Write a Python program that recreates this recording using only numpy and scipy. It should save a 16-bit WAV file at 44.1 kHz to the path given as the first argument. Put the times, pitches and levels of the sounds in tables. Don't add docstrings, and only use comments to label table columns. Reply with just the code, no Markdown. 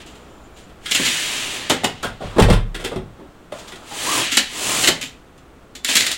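import sys
import numpy as np
from scipy import signal
from scipy.fft import rfft, irfft
from scipy.io import wavfile
from scipy.ndimage import uniform_filter1d

SR = 44100
rng = np.random.default_rng(int(sys.argv[2]) if len(sys.argv) > 2 else 0)


def persist_wave(psi):
    counts = np.round(np.clip(psi, -1, 1) * 32767).astype(np.int16)
    wavfile.write(sys.argv[1], SR, np.atleast_2d(counts).T)


N = 272229
T = np.arange(N) / SR
RING = T[:SR * 2 // 5]
# (frequency [Hz], level [dB])
SNAP = [(900, -26), (2000, 7.5), (4000, -11), (8000, 6.5), (11000, 3), (13300, -8.5), (15200, -9),
        (17000, -2)]


def undb(db):
    return 10 ** (np.asarray(db) / 20)


def unit(x):
    return x / np.sqrt(np.mean(x ** 2))


def burst(x, db, window=660):
    return x * undb(db) / np.sqrt(uniform_filter1d(x ** 2, window).max())


def add(out, start, x):
    i = max(int(start * SR), 0)
    out[i:i + len(x)] += x[:N - i]


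def wander(hz):
    return unit(signal.sosfilt(signal.butter(2, hz, fs=SR, output="sos"), rng.standard_normal(N)))


def split(x, hz=5500):
    body = signal.sosfiltfilt(signal.butter(2, hz, fs=SR, output="sos"), x)
    return body, x - body


def colour(x, points, size=4096):
    hz, db = np.transpose(points)
    bins = np.maximum(np.fft.rfftfreq(size, 1 / SR), 1)
    gain = undb(np.interp(np.log(bins), np.log(hz), db))
    cepstrum = irfft(np.log(gain))
    cepstrum[1:size // 2] *= 2
    cepstrum[size // 2 + 1:] = 0
    return through(x, irfft(np.exp(rfft(cepstrum))))


def through(x, response):
    return signal.fftconvolve(x, response)[:len(x)]


def modes(table):
    return sum(undb(db) * width * np.exp(-np.pi * width * RING) * np.cos(2 * np.pi * hz * RING)
               for hz, width, db in table)


def decay(t, t60):
    return np.exp(-np.log(1000) * t / t60)


def grains(count, rate, spread_db):
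    present = rng.random(count) < rate / SR
    polarity = np.sign(rng.standard_normal(count))
    return unit(present * polarity * undb(spread_db * rng.standard_normal(count)))


def contact(rise, t60, rate, spread_db):
    swell = 1 - np.exp(-RING / max(rise, .0002))
    return grains(len(RING), rate, spread_db) * swell * decay(RING, t60)


def sliding(room, grit_db=-.5, roll_db=-1, speck_db=-18):
    # (start [s], run-up [s], let go [s], scrape [dB], rumble [dB], treble [dB],
    # sag while pushed [dB/s], fall once let go [dB/s])
    pushes = [(0, 0.0021, 0.023, -35.5, -48, -8, 40, 250), (.07, .03, 0.41, -46.5, -50.5, -4, 35, 25),
              (.55, .03, 0.61, -50, -71, 3, -2, 77), (0.798, 0.29, 1.584, -17, -35.5, -1, 15.5, 22),
              (2.19, 0.064, 2.5, -37.5, -37.5, -6, 36, 110), (3.5, .07, 3.84, -40.5, -43, 0, 25, 70),
              (3.812, 0.49, 4.194, -16, -24.5, 4, 13, 44.5), (4.45, 0.32, 4.87, -20, -25.5, 6.5, -3.5, 128),
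              (5.829, 0.099, 6.13, -16.5, -36, 0, 37, 250)]
    # (frequency [Hz], level [dB])
    scrape_eq = [(700, -33.5), (1250, -17.5), (1700, -4), (2400, -3), (3100, -0.5), (3900, -4.5),
                 (4600, -7.5), (5400, -10.5), (7100, -7), (8400, -9.5), (10500, -16.5), (13300, -27.5),
                 (15200, -24.5), (17000, -4.5)]
    # (frequency [Hz], level [dB])
    rumble_eq = [(40, -19.5), (75, -20), (115, -3), (200, -5), (290, 2), (400, -1.5), (800, -2.5),
                 (1250, -2.5), (1900, -16.5), (4000, -58)]
    rumble_fall, treble_fall, sag_dulling = 2.8, 2.9, .18
    dullest_db = -13
    roughness = grains(N, rate=9000, spread_db=0) * undb(.4 * wander(70))
    grit = unit(through(colour(roughness, scrape_eq), room))
    specks = unit(through(colour(grains(N, rate=200, spread_db=3), SNAP), room))
    roll = unit(through(colour(grains(N, rate=1200, spread_db=-1), rumble_eq), room))
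    body_env, top_env, roll_env = np.zeros((3, N))
    for start, run_up, let_go, scrape_db, rumble_db, top_db, sag, fall in pushes:
        since = np.maximum(T - start, 0)
        speed = np.sin(np.pi / 2 * np.minimum(since / run_up, 1)) ** 2
        sag_db = -sag * np.maximum(since - run_up, 0)
        coast_db = -fall * np.maximum(T - let_go, 0)
        pressure = speed * undb(scrape_db + sag_db + coast_db)
        dulling_db = np.maximum(sag_dulling * sag_db + treble_fall * coast_db, dullest_db)
        body_env += pressure
        top_env += pressure * undb(top_db + dulling_db)
        roll_env += speed * undb(rumble_db + rumble_fall * coast_db)
    body, top = split(grit * undb(grit_db) + specks * undb(speck_db))
    return body * body_env + top * top_env + roll * undb(roll_db) * roll_env


def clacks(ring_db=-16, sash_db=-1, peak_db=5, snap_db=-4, hard_rise=.0021):
    # (time [s], metal [dB], sash [dB], track pitch [Hz], rise [s], chatter t60 [s])
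    strikes = [(0.061, -44, -46, 2900, 0.0034, 0.19), (.153, -48.5, -50, 3100, 0.0034, .06),
               (0.561, -49.5, -46, 3090, .008, .18), (3.585, -40.5, -47, 3500, .005, .08),
               (3.675, -39, -49, 3500, .008, 0.11), (3.757, -44, -47, 3800, 0.0036, .06),
               (0.911, -15.5, -32, 3050, 0.0042, 0.16), (0.947, -16, -32, 3100, 0.0033, 0.048),
               (0.954, -18, -33, 3300, 0.0044, 0.08), (1.049, -18, -33, 3320, 0.0089, 0.15),
               (1.075, -35, -33, 2950, 0.0031, 0.048), (1.697, -15, -16, 3170, 0.0031, 0.11),
               (1.842, -16.5, -16.5, 3110, 0.0042, 0.044), (2.029, -31.5, -30.5, 3400, 0.0018, .05),
               (2.398, -22.5, -26, 3500, .001, 0.064), (2.846, -29.5, -36, 3400, 0.0016, 0.052),
               (4.314, -19.5, -29.5, 3030, 0.0086, 0.33), (4.3699, -8.5, -19.5, 3150, 0.0034, 0.075),
               (4.837, -15, -29, 2850, 0.0072, 0.067), (4.873, -9.5, -20.5, 3150, 0.0056, 0.043),
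               (4.883, -13.5, -17.5, 3300, 0.0024, 0.049), (5.012, -25.5, -34.5, 2750, 0.0037, 0.19),
               (5.378, -53.5, -59.5, 3100, .003, 0.071), (5.751, -35, -46, 3600, 0.004, 0.093),
               (5.846, -18, -38, 3580, .001, 0.056), (5.885, -19.5, -28.5, 3500, .005, 0.11),
               (5.953, -12.5, -26.5, 3800, .0007, 0.091), (5.966, -13, -34, 4180, .0008, 0.12),
               (5.998, -16.5, -36.5, 4000, 0.0046, 0.12), (6.064, -18.5, -42, 3700, 0.0022, 0.093),
               (6.114, -21.5, -57, 3600, 0.002, 0.1)]
    # (frequency [Hz], level [dB])
    metal_eq = [(900, -28.5), (1400, -7.5), (1650, -5), (2050, -0.5), (2400, -3.5), (3100, -3),
                (4300, -5.5), (5100, -8.5), (6100, -7.5), (7200, -2), (9500, -15.5), (13300, -20),
                (15200, -23.5), (17000, -34)]
    # (frequency [Hz], level [dB])
    sash_eq = [(50, -28), (110, -7), (165, -11.5), (255, 7), (320, 1.5), (400, -8), (490, -4.5),
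               (620, -2.5), (780, -3.5), (1000, -6.5), (1350, -16), (2200, -17.5), (5000, -63)]
    # (frequency [Hz], width [Hz], level [dB])
    track_modes = [(2180, 30, -23), (2740, 56, -8), (2930, 22, 19.5), (3030, 25, 12.5), (3420, 69, -7.5),
                   (4070, 37, -4), (7040, 18, -27), (7100, 10, -12.5), (7450, 12, -5)]
    track_hz = 3100
    out = np.zeros(N)
    for start, strike_db, knock_db, hz, rise, t60 in strikes:
        room = room_response(wet_db=-5.5)
        blow = through(contact(rise, t60, rate=7000, spread_db=5), room)
        metal = colour(colour(blow, metal_eq), [(hz / 1.28, 0), (hz, peak_db), (hz * 1.95, 0)])
        ring = through(blow, modes(np.array(track_modes) * [hz / track_hz, 1, 1]))
        add(out, start, burst(metal, strike_db))
        add(out, start, burst(ring, strike_db + ring_db))
        add(out, start, burst(colour(blow, sash_eq), knock_db + sash_db))
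        hardness = hard_rise / max(rise, hard_rise)
        snap = colour(through(contact(rise=0, t60=.026, rate=22000, spread_db=3.5), room), SNAP)
        add(out, start, burst(snap, strike_db + snap_db) * hardness)
    return out


def bumps(ring_db=-10, below_db=-8, above_db=-10):
    # (time [s], frame [dB], rattle [dB], pitch of the spot [Hz], rise [s])
    landings = [(.69, -54, -54, 500, .005), (0.857, -49, -26, 500, 0.0023),
                (0.995, -21.5, -48, 334, 0.0018), (1.7, -19.5, -23, 490, .007),
                (1.834, -21, -29, 754, .002), (1.857, -27.5, -38, 306, 0.0011),
                (2.025, -28, -31, 1350, 0.012), (2.044, -24, -31, 620, 0.0019),
                (2.204, -28, -46, 620, 0.0088), (2.361, -19.5, -40, 218, 0.0061),
                (2.381, -6, -23, 456, 0.0065), (2.397, -19.5, -24, 1020, 0.0017),
                (2.42, -25, -18, 202, .002), (2.48, -16, -32, 566, 0.0095),
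                (2.499, -13, -20.5, 484, 0.0016), (2.525, -26, -23, 1020, 0.0028),
                (2.744, -33, -29.5, 366, 0.0037), (2.791, -34.5, -35.5, 516, 0.014),
                (2.84, -25.5, -27, 390, 0.0084), (2.911, -25, -42, 480, 0.0081),
                (2.958, -22, -37.5, 380, .002), (3.181, -38.5, -58, 306, 0.018),
                (3.52, -26.5, -38, 620, .002), (3.719, -40, -36, 394, 0.0029),
                (3.906, -34.5, -44, 790, 0.0092), (4.882, -20.5, -28.5, 437, 0.0028)]
    # (frequency [Hz], width [Hz], level [dB])
    frame_modes = [(171, 31, -5), (288, 250, 1.5), (383, 59, -12.5), (430, 104, -5), (544, 77, -8.5),
                   (620, 220, -6.5), (793, 150, -3), (1066, 420, -3.5), (1376, 360, -36)]
    # (frequency [Hz], width [Hz], level [dB])
    fitting_modes = [(1450, 43, 7), (1675, 16, -5), (2030, 9, -13), (2620, 28, 9), (2780, 54, 4),
                     (3400, 45, -21), (3500, 19, -2.5), (3600, 48, -7), (4750, 30, -13.5)]
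    # (frequency [Hz], level [dB])
    rattle_eq = [(700, -38), (1400, 1), (2000, 4), (2700, -6.5), (3200, 4.5), (3600, 0.5), (4200, -5.5),
                 (6300, -12.5), (8700, -8.5), (13000, -25), (15000, -28), (17000, -7.5)]
    out, fittings = np.zeros(N), modes(fitting_modes)
    frame = signal.sosfilt(signal.butter(3, [90, 1400], "band", fs=SR, output="sos"), modes(frame_modes))
    for start, knock_db, rattle_db, hz, rise in landings:
        t60 = .058 + 8 * rise
        blow = through(contact(rise, t60, rate=6000, spread_db=3.5), room_response(wet_db=-3.5))
        spot_eq = [(hz / 1.33, below_db), (hz, 0), (hz * 1.35, above_db), (hz * 4, above_db - 10.5)]
        add(out, start, burst(colour(through(blow, frame), spot_eq), knock_db))
        add(out, start, burst(colour(blow, rattle_eq), rattle_db))
        add(out, start, burst(through(blow, fittings), rattle_db + ring_db))
    return out


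def booms(rise_cycles=.35):
    # (time [s], level [dB])
    blows = [(2.062, -29.5), (2.244, -25), (2.363, -22), (2.414, -3.5), (2.505, -4.5), (2.962, -25.5)]
    # (frequency [Hz], level [dB], t60 [s])
    pane_modes = [(33.7, -6.5, 0.72), (50, 0, 0.3), (80.6, -15, 0.43), (104, -2, 0.386),
                  (117.8, -8.5, 0.39), (152.4, -10, 0.28), (178.5, 0, 0.13), (202.6, -13, 0.3)]
    out, swing = np.zeros((2, N))
    for hz, db, t60 in pane_modes:
        swell = 1 - np.exp(-T * hz / rise_cycles)
        swing += undb(db) * swell * decay(T, t60) * np.sin(2 * np.pi * hz * T)
    for start, db in blows:
        add(out, start, undb(db) * swing)
    return out


def whine(room, steepness=2.4, idle_pitch_ratio=.47):
    # (fastest at [s], half length [s], top pitch [Hz], level [dB])
    spins = [(4.131, .09, 1185, -24.5), (4.73, .09, 1067, -38)]
    out = np.zeros(N)
    for fastest, half, top_hz, db in spins:
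        spin = np.exp(-((T - fastest) / half) ** 2)
        waver = 1 + .03 * wander(70)
        grip = np.maximum(1 + .5 * wander(90), 0)
        hz = top_hz * (idle_pitch_ratio + (1 - idle_pitch_ratio) * spin) * waver
        tone = np.sqrt(2) * np.sin(2 * np.pi * np.cumsum(hz) / SR)
        out += tone * grip * spin ** steepness * undb(db)
    return through(out, room) / np.sqrt(np.sum(room ** 2))


def catch(room, top_db=5):
    # (time [s], level [dB])
    jolts = [(2.036, -26), (2.424, -30.5), (2.747, -38)]
    # (frequency [Hz], width [Hz], level [dB])
    catch_modes = [(1070, 83, -1), (1300, 13, 5), (1440, 27, 12.5), (1600, 13, 9), (3370, 23, 5),
                   (3600, 29, -8)]
    out = np.zeros(N)
    for start, db in jolts:
        blow = through(contact(rise=.0058, t60=.086, rate=2000, spread_db=3), room)
        ring = colour(through(blow, modes(catch_modes)), [(1500, 0), (3300, top_db)])
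        add(out, start, burst(ring, db))
    return out


def thin_ring(hz=7150, width_hz=320, db=-65, start=.13, until=.67):
    band = signal.butter(2, [hz - width_hz / 2, hz + width_hz / 2], "band", fs=SR, output="sos")
    touch = undb(4 * wander(12))
    gate = np.exp(-np.abs(T - np.clip(T, start, until)) / .015)
    return undb(db) * unit(signal.sosfilt(band, rng.standard_normal(N)) * touch) * gate


def room_response(wet_db, predelay=.003):
    # (frequency [Hz], t60 [s])
    reverb_times = [(100, 0.74), (300, 0.23), (800, 0.31), (2000, 0.29), (5000, 0.24), (13000, 0.17)]
    hz, t60s = np.transpose(reverb_times)
    log_bins = np.log(np.maximum(np.fft.rfftfreq(len(RING), 1 / SR), 1))
    noise = rfft(rng.standard_normal(len(RING)))
    tail = sum(irfft(noise * np.interp(log_bins, np.log(hz), band), len(RING)) * decay(RING, t60)
               for band, t60 in zip(np.eye(len(hz)), t60s))
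    tail *= RING > predelay
    return (RING == 0) + undb(wet_db) * tail / np.sqrt(np.sum(tail ** 2))


def hush(db=-44.5, ebb_db_per_s=.5):
    # (frequency [Hz], level [dB])
    hush_eq = [(15, 2), (33, -5), (58, 4), (85, -4), (170, -3.5), (280, -3.5), (500, -7.5), (720, -10.5),
               (1000, -13.5), (1270, -12), (1900, -20.5), (3200, -23.5), (5000, -32), (8000, -32),
               (12000, -41), (16000, -38.5)]
    return undb(db) * unit(colour(rng.standard_normal(N), hush_eq) * undb(-ebb_db_per_s * T))


def scene():
    room = room_response(wet_db=-9)
    travel = sliding(room) + whine(room) + thin_ring() + clacks()
    return (travel + bumps() + catch(room) + booms() + hush())[None]


def record(dry, knee=6, top_hz=15900):
    rounded = dry / (1 + np.abs(dry) ** knee) ** (1 / knee)
    return signal.sosfilt(signal.ellip(10, .2, 70, top_hz, fs=SR, output="sos"), rounded)


dry = scene()
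out = record(dry)
persist_wave(out)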